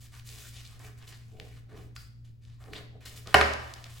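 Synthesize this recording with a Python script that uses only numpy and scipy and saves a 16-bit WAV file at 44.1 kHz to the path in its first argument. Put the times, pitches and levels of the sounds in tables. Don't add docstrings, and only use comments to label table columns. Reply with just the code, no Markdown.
import sys
import numpy as np
from scipy import signal
from scipy.fft import rfft, irfft
from scipy.io import wavfile

SR = 44100
rng = np.random.default_rng(int(sys.argv[2]) if len(sys.argv) > 2 else 0)


def put_to_file(sound):
    columns = np.atleast_2d(sound).T
    safe = np.clip(columns, -1, 1)
    whole_steps = np.round(safe * 32767)
    wavfile.write(sys.argv[1], SR, whole_steps.astype(np.int16))


N = 176400
T = np.arange(N) / SR


# start_s, level_db, cutoff_hz
CONTACTS = [(3.343, -2, 7400), (3.3440, 0, 1560), (3.3466, -8, 3250), (3.3512, -8.5, 834),
            (3.384, -27, 2960), (3.4075, -24, 3600), (3.4114, -7, 3900), (3.4146, -20, 1930),
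            (3.425, -21, 1800)]
# pitch_hz, level_db, t60_s
TUBE_MODES = [(236, -28, 0.056), (320, -24.5, 0.025), (465, -22, 0.01), (742, -20, 0.046),
              (924, -18.5, 0.034), (1180, -10.5, 0.024), (1430, -9, 0.047), (1601, -19, 0.015),
              (1855, -12.5, 0.021), (2213, -16, 0.031), (2710, -17.5, 0.011), (3200, -15, 0.01),
              (3920, -11.5, 0.012), (6300, -35, .01), (9000, -39.5, 0.0079)]
# frequency_hz, level_db
CRACK_SPECTRUM = [(300, -6), (1000, 4.5), (2000, 3), (4200, -7.5), (5600, -13), (8000, -15.5),
                  (11000, -11.5), (16000, -21.5)]
CRACK_DB, CRACK_T60_S = -11, 0.026

def knock():
    force = sum(from_db(db) * lowpass(impulse(s), hz) for s, db, hz in CONTACTS)
    tube = sum((-1) ** k * from_db(db) * ring(force, hz, t60)
               for k, (hz, db, t60) in enumerate(TUBE_MODES))
    grit = colour(rng.standard_normal(N), CRACK_SPECTRUM)
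    crack = sum(from_db(db + CRACK_DB) * lowpass(grit * decay(s, CRACK_T60_S), 2 * hz)
                for s, db, hz in CONTACTS)
    return tube + crack, table_top(force) + table_clatter(force)


# pitch_hz, level_db, t60_s, pan_db
TABLE_MODES = [(74.5, -29.5, 0.62, -2.5), (124.6, -31, 0.14, -1), (185, -29.5, 0.44, -3),
               (326, -37.5, 0.29, -6), (401.3, -27, 0.41, -9.5), (427.6, -22.5, 0.32, -1.5),
               (556, -29, 0.47, -8.5), (607, -28.5, 0.56, -9.5), (630, -36, 0.61, 0),
               (735, -27.5, 0.31, -9), (987, -34.5, 0.55, -2), (1065, -42, 0.24, -2), (1250, -42, 0.33, 7),
               (1406, -25, 0.25, 7), (1494, -30.5, 0.3, -7), (2020, -38, 0.44, 8.5)]

def table_top(force):
    return sum((-1) ** k * from_db(db) * pan(pan_db) * ring(force, hz, t60)
               for k, (hz, db, t60, pan_db) in enumerate(TABLE_MODES))


# frequency_hz, level_db
CLATTER_SPECTRUM = [(100, -24), (330, -9), (500, 6.5), (700, 2), (1000, 1.5), (1500, 5.5), (2000, 0.5),
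                    (2500, -2), (3300, -14.5), (5300, -5.5), (6200, -12.5), (16000, -13)]
CLATTER_DB, CLATTER_T60_S = -21.5, 0.64

def table_clatter(force):
    response = from_db(CLATTER_DB) * colour(diffuse_noise(), CLATTER_SPECTRUM) * decay(0, CLATTER_T60_S)
    return signal.fftconvolve(force[None], response[:, :SR], axes=1)[:, :N]


# start_s, level_db, centre_hz
TICKS = [(0.1952, -44, 2600), (0.2899, -38, 4360), (0.4, -57, 4570), (0.651, -44, 3700), (0.674, -46, 4930),
         (.7930, -48, 7200), (.988, -56, 7500), (1.025, -48.5, 3200), (1.077, -44, 3200),
         (1.3984, -33.5, 2600), (1.959, -50, 7560), (1.9618, -37.5, 1940), (1.9633, -38, 4120),
         (2.252, -60.5, 4460), (2.4503, -53, 3500), (2.639, -50, 3460), (2.7331, -31.5, 2070),
         (3.272, -34, 3670), (3.5352, -29, 4200), (3.7375, -33.5, 4500), (3.8411, -35.5, 3540)]
TICK_WIDTH_OCTAVES, TICK_BROADBAND_DB = 0.65, -23.5
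TICK_LAG_AT_1KHZ_S = 0.0023
TICK_ENERGY_S = 0.00058

def ticks():
    out, t = np.zeros(N), T[:SR // 10]
    dispersion = np.exp(-4j * np.pi * TICK_LAG_AT_1KHZ_S * np.sqrt(1000 * bins(t)))
    for start, db, hz in TICKS:
        octaves = np.log2(np.maximum(bins(t), 1) / hz)
        hump = np.exp(-.5 * (octaves / TICK_WIDTH_OCTAVES) ** 2)
        clack = irfft((hump + from_db(TICK_BROADBAND_DB)) * dispersion)[:len(t) // 2]
        add(out, from_db(db) * clack * np.sqrt(TICK_ENERGY_S * SR / np.sum(clack ** 2)), start)
    return out


# start_s, level_db
PINGS = [(1.9622, -52.5)]
# centre_hz, level_db, t60_s, width_hz
PING_CLUSTERS = [(1420, -1, 0.15, 270), (4760, -0.48, 0.31, 810)]

def base_ping():
    return sum(from_db(db + cluster_db) * decay(start, t60) * resonant_noise(hz, width)
               for start, db in PINGS for hz, cluster_db, t60, width in PING_CLUSTERS)


# middle_s, half_length_s, level_db
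SLIDES = [(0.358, 0.064, -66), (0.825, 0.066, -62), (1.055, 0.2, -73.5), (1.372, 0.049, -57),
          (1.448, 0.05, -55), (1.773, 0.071, -53.5), (2.695, 0.04, -51), (2.78, 0.042, -53),
          (2.959, 0.023, -56), (3.137, 0.16, -66.5), (3.281, 0.019, -51.5)]
# frequency_hz, level_db
SCRAPE_SPECTRUM = [(60, 0), (150, -2.5), (290, 2.5), (350, -4), (430, 0.5), (520, -9), (620, -8.5),
                   (750, -5.5), (900, -21), (2000, -35.5), (5000, -53)]

def slides():
    push = sum(from_db(db) * np.exp(-((T - middle) / half) ** 2) for middle, half, db in SLIDES)
    slips = colour(grains(per_s=400, spread_db=0), SCRAPE_SPECTRUM)
    scrape = push * slips
    return scrape, table_top(scrape) / np.std(table_top(slips))


# start_s, length_s, rustle_db, hiss_db, centre_hz
STROKES = [(0, 0.049, -62, -56.5, 3080), (0.111, 0.077, -61.5, -60.5, 2340),
           (0.228, 0.25, -57.5, -52, 3243), (0.497, .18, -59.5, -61, 3970),
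           (0.669, 0.095, -63.5, -64, 2280), (0.785, 0.1, -59, -58, 1740), (0.963, 0.09, -64, -66, 2280),
           (1.061, 0.089, -58.5, -59, 3000), (1.152, 0.26, -73, -73, 2950), (1.376, 0.2, -66, -68, 2740),
           (1.676, 0.12, -64, -72, 1800), (1.75, 0.088, -64.5, -65.5, 1900),
           (1.944, 0.092, -67.5, -60, 2150), (2.242, 0.036, -72.5, -76, 3750),
           (2.401, 0.14, -68.5, -103, 3750), (2.573, 0.24, -62.5, -66, 1200),
           (2.726, 0.048, -53, -61, 2700), (3.002, 0.035, -61, -68, 2370),
           (3.05, 0.027, -52.5, -48.5, 3350), (3.1, 0.064, -59, -60.5, 2570),
           (3.155, 0.027, -59, -51, 2480), (3.206, 0.088, -75, -67, 2500),
           (3.243, 0.15, -52.5, -61.5, 1640), (3.549, 0.32, -57, -62.5, 1920),
           (3.875, .13, -62.5, -57.5, 2530)]
# multiple_of_centre, level_db
RUSTLE_SPECTRUM = [(.06, -1), (.2, -5.5), (.4, 0), (.6, 2.5), (1, 2), (1.35, -1), (1.9, -4.5), (3.2, -13.5),
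                   (8, -48)]
# frequency_hz, level_db
HISS_SPECTRUM = [(1000, -27), (3000, 1.5), (5500, 1), (7500, 3.5), (10500, 0), (13000, 0), (16000, -1)]
STROKE_RISE_SHARE, STROKE_RELEASE_S = 0.24, 0.032
CREASE_POWER_SHARE, CRINKLE_DB = 0.25, -5.5

def paper():
    out, t = np.zeros(N), T[:SR // 2]
    creases = np.sqrt(CREASE_POWER_SHARE) * grains(per_s=600, spread_db=3.5)
    rubbing, hissing = creases + np.sqrt(1 - CREASE_POWER_SHARE) * rng.standard_normal((2, N))
    rubbing = rubbing + from_db(CRINKLE_DB) * grains(per_s=70, spread_db=1)
    for start, length, rustle_db, hiss_db, hz in STROKES:
        i = rng.integers(N - len(t))
        sheet = colour(rubbing[i:i + len(t)], np.array(RUSTLE_SPECTRUM) * [hz, 1])
        rustle = from_db(rustle_db) * flutter(t) * bending(sheet, t)
        hiss = from_db(hiss_db) * flutter(t) * colour(hissing[i:i + len(t)], HISS_SPECTRUM)
        rise = np.sin(np.pi / 2 * np.minimum(t / (STROKE_RISE_SHARE * length), 1)) ** 2
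        release = np.exp(-np.maximum(t - length, 0) / STROKE_RELEASE_S)
        add(out, rise * release * (rustle + hiss), start)
    return out


def flutter(t, depth_db=2, per_s=45.6):
    return from_db(depth_db * np.interp(t * per_s, np.arange(64), rng.standard_normal(64)))


def bending(x, t, depth_db=2.5, per_s=29.7):
    octaves, spectrum = np.log2(np.maximum(bins(x), 1)), rfft(x)
    out = 0
    for centre in np.arange(8, 14.1, .25):
        band = np.maximum(1 - 4 * np.abs(octaves - centre), 0)
        wander = np.interp(t * per_s + rng.random(), np.arange(32), rng.standard_normal(32))
        out = out + irfft(spectrum * band, len(x)) * from_db(depth_db * wander)
    return unit_power(out)


# middle_s, half_length_s, level_db, pitch_hz, glide_octaves_per_s
RASPS = [(0.472, 0.022, -58.5, 7100, 2), (0.583, 0.025, -59, 3720, 4.5), (0.666, 0.01, -56, 3920, 0),
         (2.755, 0.03, -54.5, 4250, 1), (2.762, 0.011, -47.5, 3506, 13.5),
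         (2.784, 0.0097, -50.5, 3700, -0.5)]
RASP_WIDTH_HZ = 990

def rasps():
    out, t = np.zeros(N), T[:SR // 4]
    from_middle = t - t.mean()
    slips = unit_power(lowpass(grains(per_s=970, spread_db=0), RASP_WIDTH_HZ / 2))
    for middle, half, db, hz, glide in RASPS:
        i = rng.integers(N - len(t))
        phase = 2 * np.pi * np.cumsum(hz * 2 ** (glide * from_middle)) / SR
        swell = from_db(db) * np.exp(-(from_middle / half) ** 2)
        add(out, swell * slips[i:i + len(t)] * np.sqrt(2) * np.sin(phase), middle - t.mean())
    return out


# left_delay_s, right_delay_s, level_db
REFLECTIONS = [(.00024, 0.0001, -20.5), (.0011, 0.0047, -28), (.0027, 0.0017, -7)]

def early_reflections(x):
    response = sum(from_db(db) * np.exp(-2j * np.pi * bins(T) * np.array([[left], [right]]))
                   for left, right, db in REFLECTIONS)
    return irfft(rfft(x) * response)


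# centre_hz, t60_s, level_db
ROOM_BANDS = [(70, 0.53, -32), (200, 0.69, -3), (450, 0.85, -1.5), (835, 0.74, -4.5), (1800, 0.6, -2.5),
              (3500, 0.6, -6.5), (4600, 0.57, -3.5), (7800, 1, -14.5), (16100, 0.28, -8)]
ROOM_DELAY_S, ROOM_BUILD_S = 0.0076, 0.00043

def room(x):
    noise, t = rfft(diffuse_noise()[:, :SR]), T[:SR]
    build = 1 - np.exp(-np.maximum(t - ROOM_DELAY_S, 0) / ROOM_BUILD_S)
    tail = 0
    for k, (_, t60, db) in enumerate(ROOM_BANDS):
        band = at_hz([(row[0], j == k) for j, row in enumerate(ROOM_BANDS)], bins(t))
        fade = build * decay(0, t60, t)
        tail = tail + from_db(db) * irfft(noise * band) * fade / np.sqrt(np.sum(fade ** 2))
    return signal.fftconvolve(x[None], tail, axes=1)[:, :N]


# pitch_hz, rms_level_db
HUM_PARTIALS = [(29.3, -74), (58.4, -60.5), (117.1, -51), (120.1, -63.5), (235, -73.5)]
# frequency_hz, level_db
RUMBLE_SPECTRUM = [(20, 2), (40, -11.5), (60, 4.5), (78, 3.5), (100, 1), (130, -2.5), (170, -11.5),
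                   (260, -16.5), (400, -26), (1000, -41), (3000, -45), (8000, -55.5), (16000, -47)]
RUMBLE_DB = -53.5

def hum_and_rumble():
    hum = sum(np.sqrt(2) * from_db(db) * np.sin(2 * np.pi * (hz * T + rng.random()))
              for hz, db in HUM_PARTIALS)
    return hum + from_db(RUMBLE_DB) * colour(diffuse_noise(), RUMBLE_SPECTRUM)


# frequency_hz, correlation
COHERENCE = [(60, 0.45), (200, 0.52), (500, 0.0047), (1400, -0.31), (3100, 0.032), (7000, 0.53), (16000, 1)]

def diffuse_noise():
    mid, side = rfft(rng.standard_normal((2, N)))
    alike = np.clip(at_hz(COHERENCE, bins(T)), -.99, .99)
    return irfft(np.sqrt(1 + alike) * mid + np.sqrt(1 - alike) * side * [[1], [-1]]) / np.sqrt(2)


def grains(per_s, spread_db):
    sizes = from_db(spread_db * np.minimum(rng.exponential(1, N), 4)) * rng.choice([-1, 1], N)
    return unit_power(sizes * (rng.random(N) < per_s / SR))


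def resonant_noise(hz, width_hz):
    return unit_power(irfft(rfft(rng.standard_normal(N)) / (1 + (2 * (bins(T) - hz) / width_hz) ** 2)))


def impulse(start_s):
    out, near = np.zeros(N), int(start_s * SR) + np.arange(-16, 17)
    out[near] = np.sinc(near - start_s * SR) * np.hanning(len(near))
    return out


def ring(x, hz, t60):
    radius, angle = from_db(-60 / (t60 * SR)), 2 * np.pi * hz / SR
    return signal.lfilter([0, np.sin(angle)], [1, -2 * radius * np.cos(angle), radius ** 2], x + 1e-18)


def decay(start, t60, t=T):
    return (t >= start) * np.exp(-np.log(1000) * np.clip((t - start) / t60, 0, 5))


def lowpass(x, hz):
    return signal.sosfilt(signal.butter(2, min(hz, .45 * SR), fs=SR, output="sos"), x + 1e-18)


def colour(x, spectrum):
    return unit_power(np.fft.irfft(rfft(x) * from_db(at_hz(spectrum, bins(x))), x.shape[-1]))


def at_hz(points, hz):
    points = np.array(points)
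    return np.interp(np.log(np.maximum(hz, 1)), np.log(points[:, 0]), points[:, 1])


def bins(x):
    return np.fft.rfftfreq(x.shape[-1], 1 / SR)


def from_db(db):
    return np.exp(np.asarray(db) * (np.log(10) / 20))


def unit_power(x):
    return x / np.sqrt(np.mean(x ** 2) + 1e-20)


def pan(db):
    return from_db(np.array([[.5], [-.5]]) * db)


def add(out, sound, start_s):
    i = int(max(start_s, 0) * SR)
    out[i:i + len(sound)] += sound[:max(N - i, 0)]


def scene():
    hit, boom = knock()
    scrape, drone = slides()
    handling = scrape + ticks() + base_ping() + paper() + rasps()
    direct = hit + handling
    reverberation = room(from_db(1.5) * hit + handling)
    return direct + early_reflections(direct) + reverberation + boom + drone + hum_and_rumble()


# frequency_hz, left_minus_right_db
PORT_BALANCE = [(100, 0.5), (300, 0), (1000, -0.7), (2000, 0.5), (4000, 2), (8000, -0.5), (16000, 0)]
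# centre_hz, width_hz
MIC_NOTCHES = [(9120, 400), (13450, 1200)]
CUTOFF_HZ = 16000

def record(dry):
    x = irfft(rfft(dry) * pan(at_hz(PORT_BALANCE, bins(T))))
    x = x / (1 + x ** 8) ** (1 / 8)
    for hz, width_hz in MIC_NOTCHES:
        notch = signal.iirnotch(hz, hz / width_hz, fs=SR)
        x = signal.lfilter(*notch, signal.lfilter(*notch, x))
    return signal.sosfilt(signal.ellip(12, .1, 90, CUTOFF_HZ, fs=SR, output="sos"), x)


dry = scene()
out = record(dry)
put_to_file(out)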